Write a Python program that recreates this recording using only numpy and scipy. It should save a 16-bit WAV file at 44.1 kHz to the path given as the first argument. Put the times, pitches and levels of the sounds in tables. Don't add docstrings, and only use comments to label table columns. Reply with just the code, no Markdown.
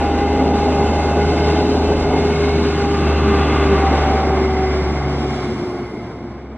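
import sys
import numpy as np
from scipy import signal
from scipy.fft import rfft, irfft, next_fast_len
from scipy.io import wavfile

SR = 44100
rng = np.random.default_rng(int(sys.argv[2]) if len(sys.argv) > 2 else 0)


def persist_wave(psi):
    counts = np.round(np.clip(psi, -1, 1) * 32767).astype(np.int16)
    wavfile.write(sys.argv[1], SR, np.atleast_2d(counts).T)


N = 289737
TIME = np.arange(N) / SR
SIZE = next_fast_len(N, real=True)
FREQ = np.maximum(np.arange(SIZE // 2 + 1) * SR / SIZE, 1)
OPPOSED = np.array([[1], [-1]])


def undb(db):
    return 10 ** (np.asarray(db) / 20)


def curves(table):
    t_s, *columns = np.transpose(table)
    return [np.interp(TIME, t_s, column) for column in columns]


def across(points):
    hz, value = np.transpose(points)
    return np.interp(np.log(FREQ), np.log(np.sort(hz)), value)


def bell(hz, sigma_hz):
    return np.exp(-.5 * ((FREQ - hz) / sigma_hz) ** 2)


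def pulse(t_s, sigma_s):
    return np.exp(-.5 * ((TIME - t_s) / sigma_s) ** 2)


def unit(x):
    return x / np.std(x)


def white():
    return rfft(rng.standard_normal(SIZE))


def filtered(spectrum, gain):
    return irfft(spectrum * gain, SIZE)[:N]


def colour(spectrum, shape_db):
    return unit(filtered(spectrum, undb(shape_db)))


def walk(rate_hz):
    count = 4096
    spectrum = rfft(rng.standard_normal(count))
    hz = np.arange(len(spectrum)) / TIME[-1]
    slow = irfft(spectrum * np.exp(-.5 * (hz / rate_hz) ** 2))
    return np.interp(TIME, np.linspace(0, TIME[-1], count), unit(slow))


def tone(phase, scatter, rate_hz):
    blur = scatter * (walk(rate_hz) * np.sin(phase) + walk(rate_hz) * np.cos(phase))
    return (np.sqrt(2) * np.sin(phase) + blur) / np.sqrt(1 + scatter ** 2)


def breathy(hz, sigma_hz):
    phase = 2 * np.pi * np.cumsum(hz) / SR
    a, b = (unit(filtered(white(), bell(0, sigma_hz))) for _ in range(2))
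    return a * np.sin(phase) + b * np.cos(phase)


def eddies(spectrum, shape_db, swell_db, flicker_db):
    return colour(spectrum, shape_db) * undb(swell_db * walk(1.0) + flicker_db * walk(8.2))


def flares(table):
    total = 0
    for t_s, sigma_s, hz, sigma_hz, level_db in table:
        band = breathy(hz * (1 + .008 * walk(2.2)), sigma_hz)
        total = total + undb(level_db) * pulse(t_s, sigma_s) * band
    return total


LAYER_BEAMS = { "throb": (-39, 2, 0, 1.5, 9), "fourth": (-32, 5, 0, 3.5, 3),
               "rumble": (-22, 1, 1.98, 3.5, 3), "abeam": (-40.5, 20, 4, 5.5, 8),
               "wake": (-35.5, 5.5, 4.5, 7, 9), }


def beam(name):
    top_db, rise, reached_s, left_s, fall = LAYER_BEAMS[name]
    fade_s, fade_db_per_s = 5.76, 10
    level_db = top_db - rise * np.maximum(reached_s - TIME, 0) - fall * np.maximum(TIME - left_s, 0)
    return level_db - fade_db_per_s * np.maximum(TIME - fade_s, 0)


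# t/s, level/dB, sigma/s
WIND_BUMPS = [(0.386, -36.5, 0.057), (2.018, -29, 0.077), (3.634, -27.5, 0.041), (3.98, -33.5, 0.027)]


def wind():
    puffs = sum(undb(level_db) * pulse(t_s, sigma_s) for t_s, level_db, sigma_s in WIND_BUMPS)
    shape_db = across([(12, -6.5), (30, 0.5), (55, 13.0), (120, -17), (400, -71)])
    return puffs * colour(white(), shape_db)


# f/Hz, relative density/dB
HIGH_BAND_SHAPE = [(6000, -24), (9500, -2), (11000, 1), (12500, -17)]


def high_band():
    return undb(-68) * pulse(5.55, .4) * colour(white(), across(HIGH_BAND_SHAPE))


# t/s, 0 coming - 1 leaving, wide hiss over centre hiss curve/dB
ASPECT_CURVE = [(0, 0, 13.5), (3.6, 0, 15.5), (4.2, 0.63, 16.5), (4.8, 0.81, 18), (5.5, 1, 13.5),
                (6.57, 0.99, 15.5)]


def leaving_share():
    return np.clip(curves(ASPECT_CURVE)[0], 0, 1)


# f/Hz, relative density/dB
RUSH_SHAPE = [(500, -23), (850, -3), (1100, 2.5), (1350, -1.5), (1850, -6.5), (2300, -9.5), (3200, -20),
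              (3850, -18), (4400, -38.5), (7000, -87), (12000, -83)]
# f/Hz, sigma coming/Hz, sigma leaving/Hz, lift coming/dB, lift leaving/dB
RUSH_RESONANCES = [(1470, 70, 250, 4, 6), (2163, 390, 175, 1.5, 11.5), (2700, 163, 98, 9, -12.5),
                   (3060, 93, 90, 8, -10), (3400, 70, 180, 7, 4.5)]
# t/s, level before trim/dB
RUSH_CURVE = [(0, -31.5), (.5, -33), (1.5, -31.5), (1.8, -34), (2.35, -31), (2.85, -30), (3.2, -27.5),
              (3.9, -26), (4.3, -30), (4.8, -33), (5.4, -36.5), (5.7, -42.5), (6.57, -49.5)]
# f/Hz, relative density/dB
HISS_SHAPE = [(1500, -11.5), (3000, 8), (3800, 8.5), (4500, 3.5), (5800, 6.5), (7000, 3), (8300, 0),
              (9500, -5.5), (11000, -24), (13000, -39)]
# t/s, level before trim/dB
HISS_CURVE = [(0, -53.5), (1.45, -49.5), (1.9, -51.5), (2.5, -50.5), (3.3, -52), (3.95, -51), (4.4, -54.5),
              (5, -55.5), (5.4, -53), (5.7, -59), (6, -64.5), (6.57, -76)]
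# f/Hz, relative density/dB
WIDE_SHAPE_COMING = [(1300, -57), (2050, -14.5), (2300, -9), (2420, -6), (2600, -1.5), (2820, -1),
                     (3050, -6), (3300, -6.5), (3620, -9.5), (3880, -3.5), (4150, 1), (4450, -2),
                     (4700, -1.5), (4980, 2), (5280, -13), (5550, -4), (6150, -10), (6700, -8),
                     (7300, -16.5), (9300, -16), (12500, -46.5)]
WIDE_SHAPE_LEAVING = [(1600, -56.5), (2100, -9.5), (2350, -2), (2600, -8), (2850, 3), (3250, -4),
                      (3700, -13), (4250, -5), (4600, -15.5), (4950, 1), (5500, -3.5), (5900, -12),
                      (6400, -15.5), (9000, -20), (11000, -35), (12500, -39)]
# f/Hz, phase/rad
WIDE_PHASE_CURVE = [(2550, -2.5), (2830, 3.5), (3000, -6), (3250, 4.5), (3480, 0), (3750, -2), (4600, 4),
                    (5500, -1.94), (10000, -1.53)]


def rush():
    hiss_db, = curves(HISS_CURVE)
    rush_db, = curves(RUSH_CURVE)
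    wide_db = curves(ASPECT_CURVE)[1]
    leaving = leaving_share()
    noise = white()
    coming_db = sum(db * bell(hz, sigma) for hz, sigma, _, db, _ in RUSH_RESONANCES)
    leaving_db = sum(db * bell(hz, sigma) for hz, _, sigma, _, db in RUSH_RESONANCES)
    front = colour(noise, across(RUSH_SHAPE) + coming_db)
    rear = colour(noise, across(RUSH_SHAPE) + leaving_db)
    centre = undb(rush_db + 1.0) * ((1 - leaving) * front + leaving * rear)
    centre += undb(hiss_db + 4.0) * colour(noise, across(HISS_SHAPE))
    turned = noise * np.exp(1j * across(WIDE_PHASE_CURVE)) + .9 * white()
    wide = (1 - leaving) * colour(turned, across(WIDE_SHAPE_COMING))
    wide += leaving * colour(turned, across(WIDE_SHAPE_LEAVING))
    side = undb(hiss_db + wide_db) * wide * OPPOSED
    flutter = undb(.5 * walk(22) + 0.63 * walk(9.4))
    return centre * flutter, side * flutter


# f/Hz, relative density/dB
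RUMBLE_SHAPE = [(20, -28), (45, -21), (95, -7), (130, -7), (200, -2), (260, -1.5), (330, -2.5), (420, -6),
                (600, -18.5), (1200, -81), (5000, -110)]
ROAR_SHAPE = [(250, -10.5), (400, 1.5), (500, -4), (700, -0.5), (850, -2), (1000, -12), (1400, -29.5),
              (3000, -89.5), (8000, -100)]
ABEAM_SWELL_SHAPE = [(200, -31.5), (550, -18), (950, -2), (1300, -2.5), (1850, -11), (2700, -18.5),
                     (3600, -31.5), (4400, -17.5), (9000, -81.5)]
# t/s, level before trim/dB
ROAR_CURVE = [(0, -25.5), (.8, -24.5), (1.8, -26.5), (2.15, -24.5), (2.75, -31), (3.45, -26.5), (4, -23),
              (4.5, -29), (5.1, -31), (5.6, -35.5), (6.57, -44.5)]


def exhaust():
    rumble = undb(beam("rumble") + .4) * eddies(white(), across(RUMBLE_SHAPE), 0.16, 1.24)
    roar = undb(curves(ROAR_CURVE)[0] + 3.5) * eddies(white(), across(ROAR_SHAPE), 0.24, 0.93)
    abeam = undb(beam("abeam")) * eddies(white(), across(ABEAM_SWELL_SHAPE), .16, 0.85)
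    wake_shape_db = across([(40, -44.5), (80, -4.0), (115, 2.5), (145, -8.0), (190, -10.5),
                            (280, -19.0), (2000, -100)])
    wake = undb(beam("wake")) * colour(white(), wake_shape_db)
    return rumble + roar + abeam + wake


# f/Hz, sigma/Hz, gain/dB
NOISE_VALLEYS = [(664, 16, -3.5), (1340, 31, -3), (1845, 20, -7.5), (2300, 20, -3), (3000, 25, 0),
                 (3310, 50, -3.5), (4450, 110, -5)]


def hollow(x):
    leaving = leaving_share()
    valley_db = sum(db * bell(hz, sigma_hz) for hz, sigma_hz, db in NOISE_VALLEYS)
    carved = filtered(rfft(x, SIZE), undb(valley_db))
    return (1 - leaving) * carved + leaving * x


# t/s, sigma/s, f/Hz, sigma/Hz, level/dB
RUMBLE_LUMPS = [(.38, 0.053, 263, 8, -20.5), (.58, .03, 200.5, 12, -24), (.71, .035, 252, 13, -19.5),
                (.89, 0.016, 222, 15, -16), (1.68, .08, 260, 5.9, -19.5), (2.33, 0.044, 244.5, 20, -25),
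                (2.62, 0.029, 225, 30, -22), (3.3, 0.049, 207.8, 12, -25), (3.75, 0.042, 197, 8.8, -22.5),
                (3.93, 0.024, 226.6, 17.3, -21.5), (4.11, 0.038, 238, 14, -22), (5.52, .04, 230, 10, -27.5)]


def lumps():
    return flares(RUMBLE_LUMPS)


# t/s, sigma/s, f/Hz, sigma/Hz, level/dB
RUSH_FLARES = [(1.3, 0.34, 1481, 45.4, -38.5), (1.52, 0.12, 3600, 80.2, -48), (1.55, 0.2, 3820, 90, -48),
               (2.5, 0.13, 3712, 180.9, -45.5), (3.168, 0.1, 2670, 132.3, -37),
               (3.468, 0.17, 3430, 74.6, -43), (5.42, 0.11, 3480, 90, -52), (5.42, 0.1, 3920, 89.7, -53)]
# t/s, sigma/s, f/Hz, sigma/Hz, level/dB
WIDE_SURGES = [(.9, .2, 6800, 170.5, -50), (1.47, .15, 4900, 200, -40), (1.62, .22, 4050, 120, -42),
               (2.55, 0.17, 4118, 110, -42), (3.22, 0.16, 4200, 120.3, -44.5),
               (4.02, 0.13, 3143, 230, -41.5), (5.27, 0.13, 3210, 190, -46)]


def resonance_flares():
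    return flares(RUSH_FLARES) + flares(WIDE_SURGES) * OPPOSED


# t/s, mean f/Hz, mean level/dB
WHISTLE_CURVE = [(0, 2096, -43), (.2, 2070, -38.5), (.55, 2107, -38.5), (1.1, 2102, -37.5),
                 (1.43, 2105, -35), (1.78, 2087, -44), (2.1, 2139, -37), (2.5, 2160, -34), (2.9, 2105, -44),
                 (3.5, 2094, -33.5), (4.15, 2108, -40), (4.7, 2100, -37.5), (5.1, 2104, -43),
                 (5.9, 2101, -46.5), (6.57, 2070, -71)]


def whistle():
    hz, level_db = curves(WHISTLE_CURVE)
    sigma_hz, waver_db = 64, 1
    level_db = level_db + waver_db * walk(6.7)
    return undb(level_db) * breathy(hz * (1 + 0.00599 * walk(4.94)), sigma_hz)


# mean f/Hz, sigma/Hz, peak level before waver/dB
COMPRESSOR_WHINES = [(1452, 17, -42), (1537, 15, -45.5), (2656, 28, -45), (3020, 23, -47),
                     (3530, 39, -50.5)]


def compressor():
    peak_s, fall_db_per_s, wander, waver_db = 1.45, 5.5, .009, 3
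    facing_db = -fall_db_per_s * np.abs(TIME - peak_s)
    total = 0
    for hz, sigma_hz, peak_db in COMPRESSOR_WHINES:
        level_db = peak_db + facing_db + waver_db * walk(5.3)
        total = total + undb(level_db) * breathy(hz * (1 + wander * walk(5.4)), sigma_hz)
    return total


# t/s, mean blade tone f/Hz
BLADE_HZ_CURVE = [(0, 407), (.17, 403), (.35, 410), (.5, 406.2), (.64, 410.6), (.8, 405), (.98, 410),
                  (1.12, 409), (1.35, 413.5), (1.9, 415.2), (2.3, 410.5), (2.7, 403), (3.3, 399.8),
                  (4, 388.1), (4.6, 378.8), (5.3, 368.3), (5.8, 357.8), (6.57, 348.3)]
# t/s, level before trim/dB
BLADE_CURVE = [(0, -27), (.84, -17), (.94, -33.5), (1.13, -23), (1.28, -21), (1.58, -19.5), (1.85, -22),
               (2.28, -18), (2.62, -17.5), (3.17, -22.5), (3.3, -14), (3.52, -28), (3.72, -14.5),
               (3.95, -32.5), (4.4, -18), (4.65, -21), (5.05, -27), (5.5, -27), (5.7, -25.5), (5.95, -34),
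               (6.5, -41)]
SECOND_CURVE = [(0, -22.5), (.7, -22.5), (1.15, -24), (1.3, -31.5), (1.5, -24), (1.85, -33), (2.15, -28.5),
                (2.35, -43), (2.55, -31), (2.68, -40), (2.85, -24.5), (3.1, -31), (3.42, -25.5),
                (3.55, -33), (3.78, -26.5), (3.87, -18), (3.97, -25.5), (4.17, -20.5), (4.25, -27),
                (4.33, -23), (4.43, -33), (4.68, -25), (4.77, -36), (5.08, -31), (5.4, -38), (6.57, -58)]
THIRD_CURVE = [(0, -50), (.7, -37.5), (1.3, -44), (2.5, -46), (2.95, -34.5), (3.29, -28), (3.7, -28.5),
               (4, -35.5), (5.2, -40.5), (6.57, -52)]


def whine(fan_phase):
    scatter = np.interp(TIME, (4.2, 5.4), (.14, .75))
    blade = undb(curves(BLADE_CURVE)[0] - 2) * tone(fan_phase, scatter, 14)
    second_scatter = scatter + 2.5 * scatter ** 2
    second = undb(curves(SECOND_CURVE)[0] - 1.2) * tone(2 * fan_phase, second_scatter, 16)
    third_hz = 3 * curves(BLADE_HZ_CURVE)[0] - 10
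    third = undb(curves(THIRD_CURVE)[0] - .5) * breathy(third_hz, 42)
    return blade + second + third


# t/s, level before trim/dB
DRONE_CURVE = [(0, -21), (.6, -22.5), (1.5, -19), (1.7, -23.5), (1.9, -20.5), (2.35, -24), (2.55, -19.5),
               (2.9, -23.5), (3.1, -17), (4.65, -20), (5.2, -26), (5.65, -36.5), (6.08, -44), (6.5, -35)]
# t/s, level/dB
OCTAVE_CURVE = [(0, -36), (1.05, -34.5), (1.2, -24), (1.35, -32.5), (1.48, -24), (1.7, -35), (2.4, -26),
                (2.7, -31), (3.55, -27.5), (3.8, -29), (4.7, -33.5), (5.1, -25.5), (5.65, -38),
                (6.57, -46.5)]
# t/s, level/dB
GROWL_CURVE = [(0, -28), (1, -28), (1.5, -36), (1.7, -23.5), (2.5, -27), (2.8, -30.5), (4.1, -32),
               (4.4, -34), (5.6, -36), (6.57, -41)]


def drone(turn):
    note = undb(curves(DRONE_CURVE)[0] - 0.2) * tone(turn, 0.14, 3.3)
    octave = undb(curves(OCTAVE_CURVE)[0]) * tone(2 * turn, .2, 7.7)
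    throb = undb(beam("throb")) * tone(turn * 2 / 3, .71, 3.7)
    growl = undb(curves(GROWL_CURVE)[0]) * tone(turn * 10 / 3, 2.5, 26)
    fourth = undb(beam("fourth")) * tone(4 * turn, 0.54, 3.8)
    return note + octave + throb + growl + fourth


def engine():
    fan_hz = curves(BLADE_HZ_CURVE)[0] * (1 + 0.0015 * walk(4.8))
    fan_phase = 2 * np.pi * np.cumsum(fan_hz) / SR
    fan_order = 16 / 3
    return drone(fan_phase / fan_order) + whine(fan_phase)


def scene():
    centre, side = rush()
    noise = wind() + high_band() + hollow(exhaust() + centre) + side + lumps()
    return noise + resonance_flares() + whistle() + compressor() + engine()


# f/Hz, half difference re mid/dB
PORT_DIFFERENCE = [(30, -52), (70, -45), (150, -34.5), (400, -29), (650, -68.5)]


def record(dry):
    top_hz, lag_rad = 12600, .8
    mid = rfft(dry.mean(axis=0), SIZE)
    uneven = filtered(mid, undb(across(PORT_DIFFERENCE)) * np.exp(-1j * lag_rad))
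    lowpass = signal.ellip(8, .2, 70, top_hz, fs=SR, output="sos")
    return signal.sosfilt(lowpass, dry + uneven * OPPOSED)


dry = scene()
out = record(dry)
persist_wave(out)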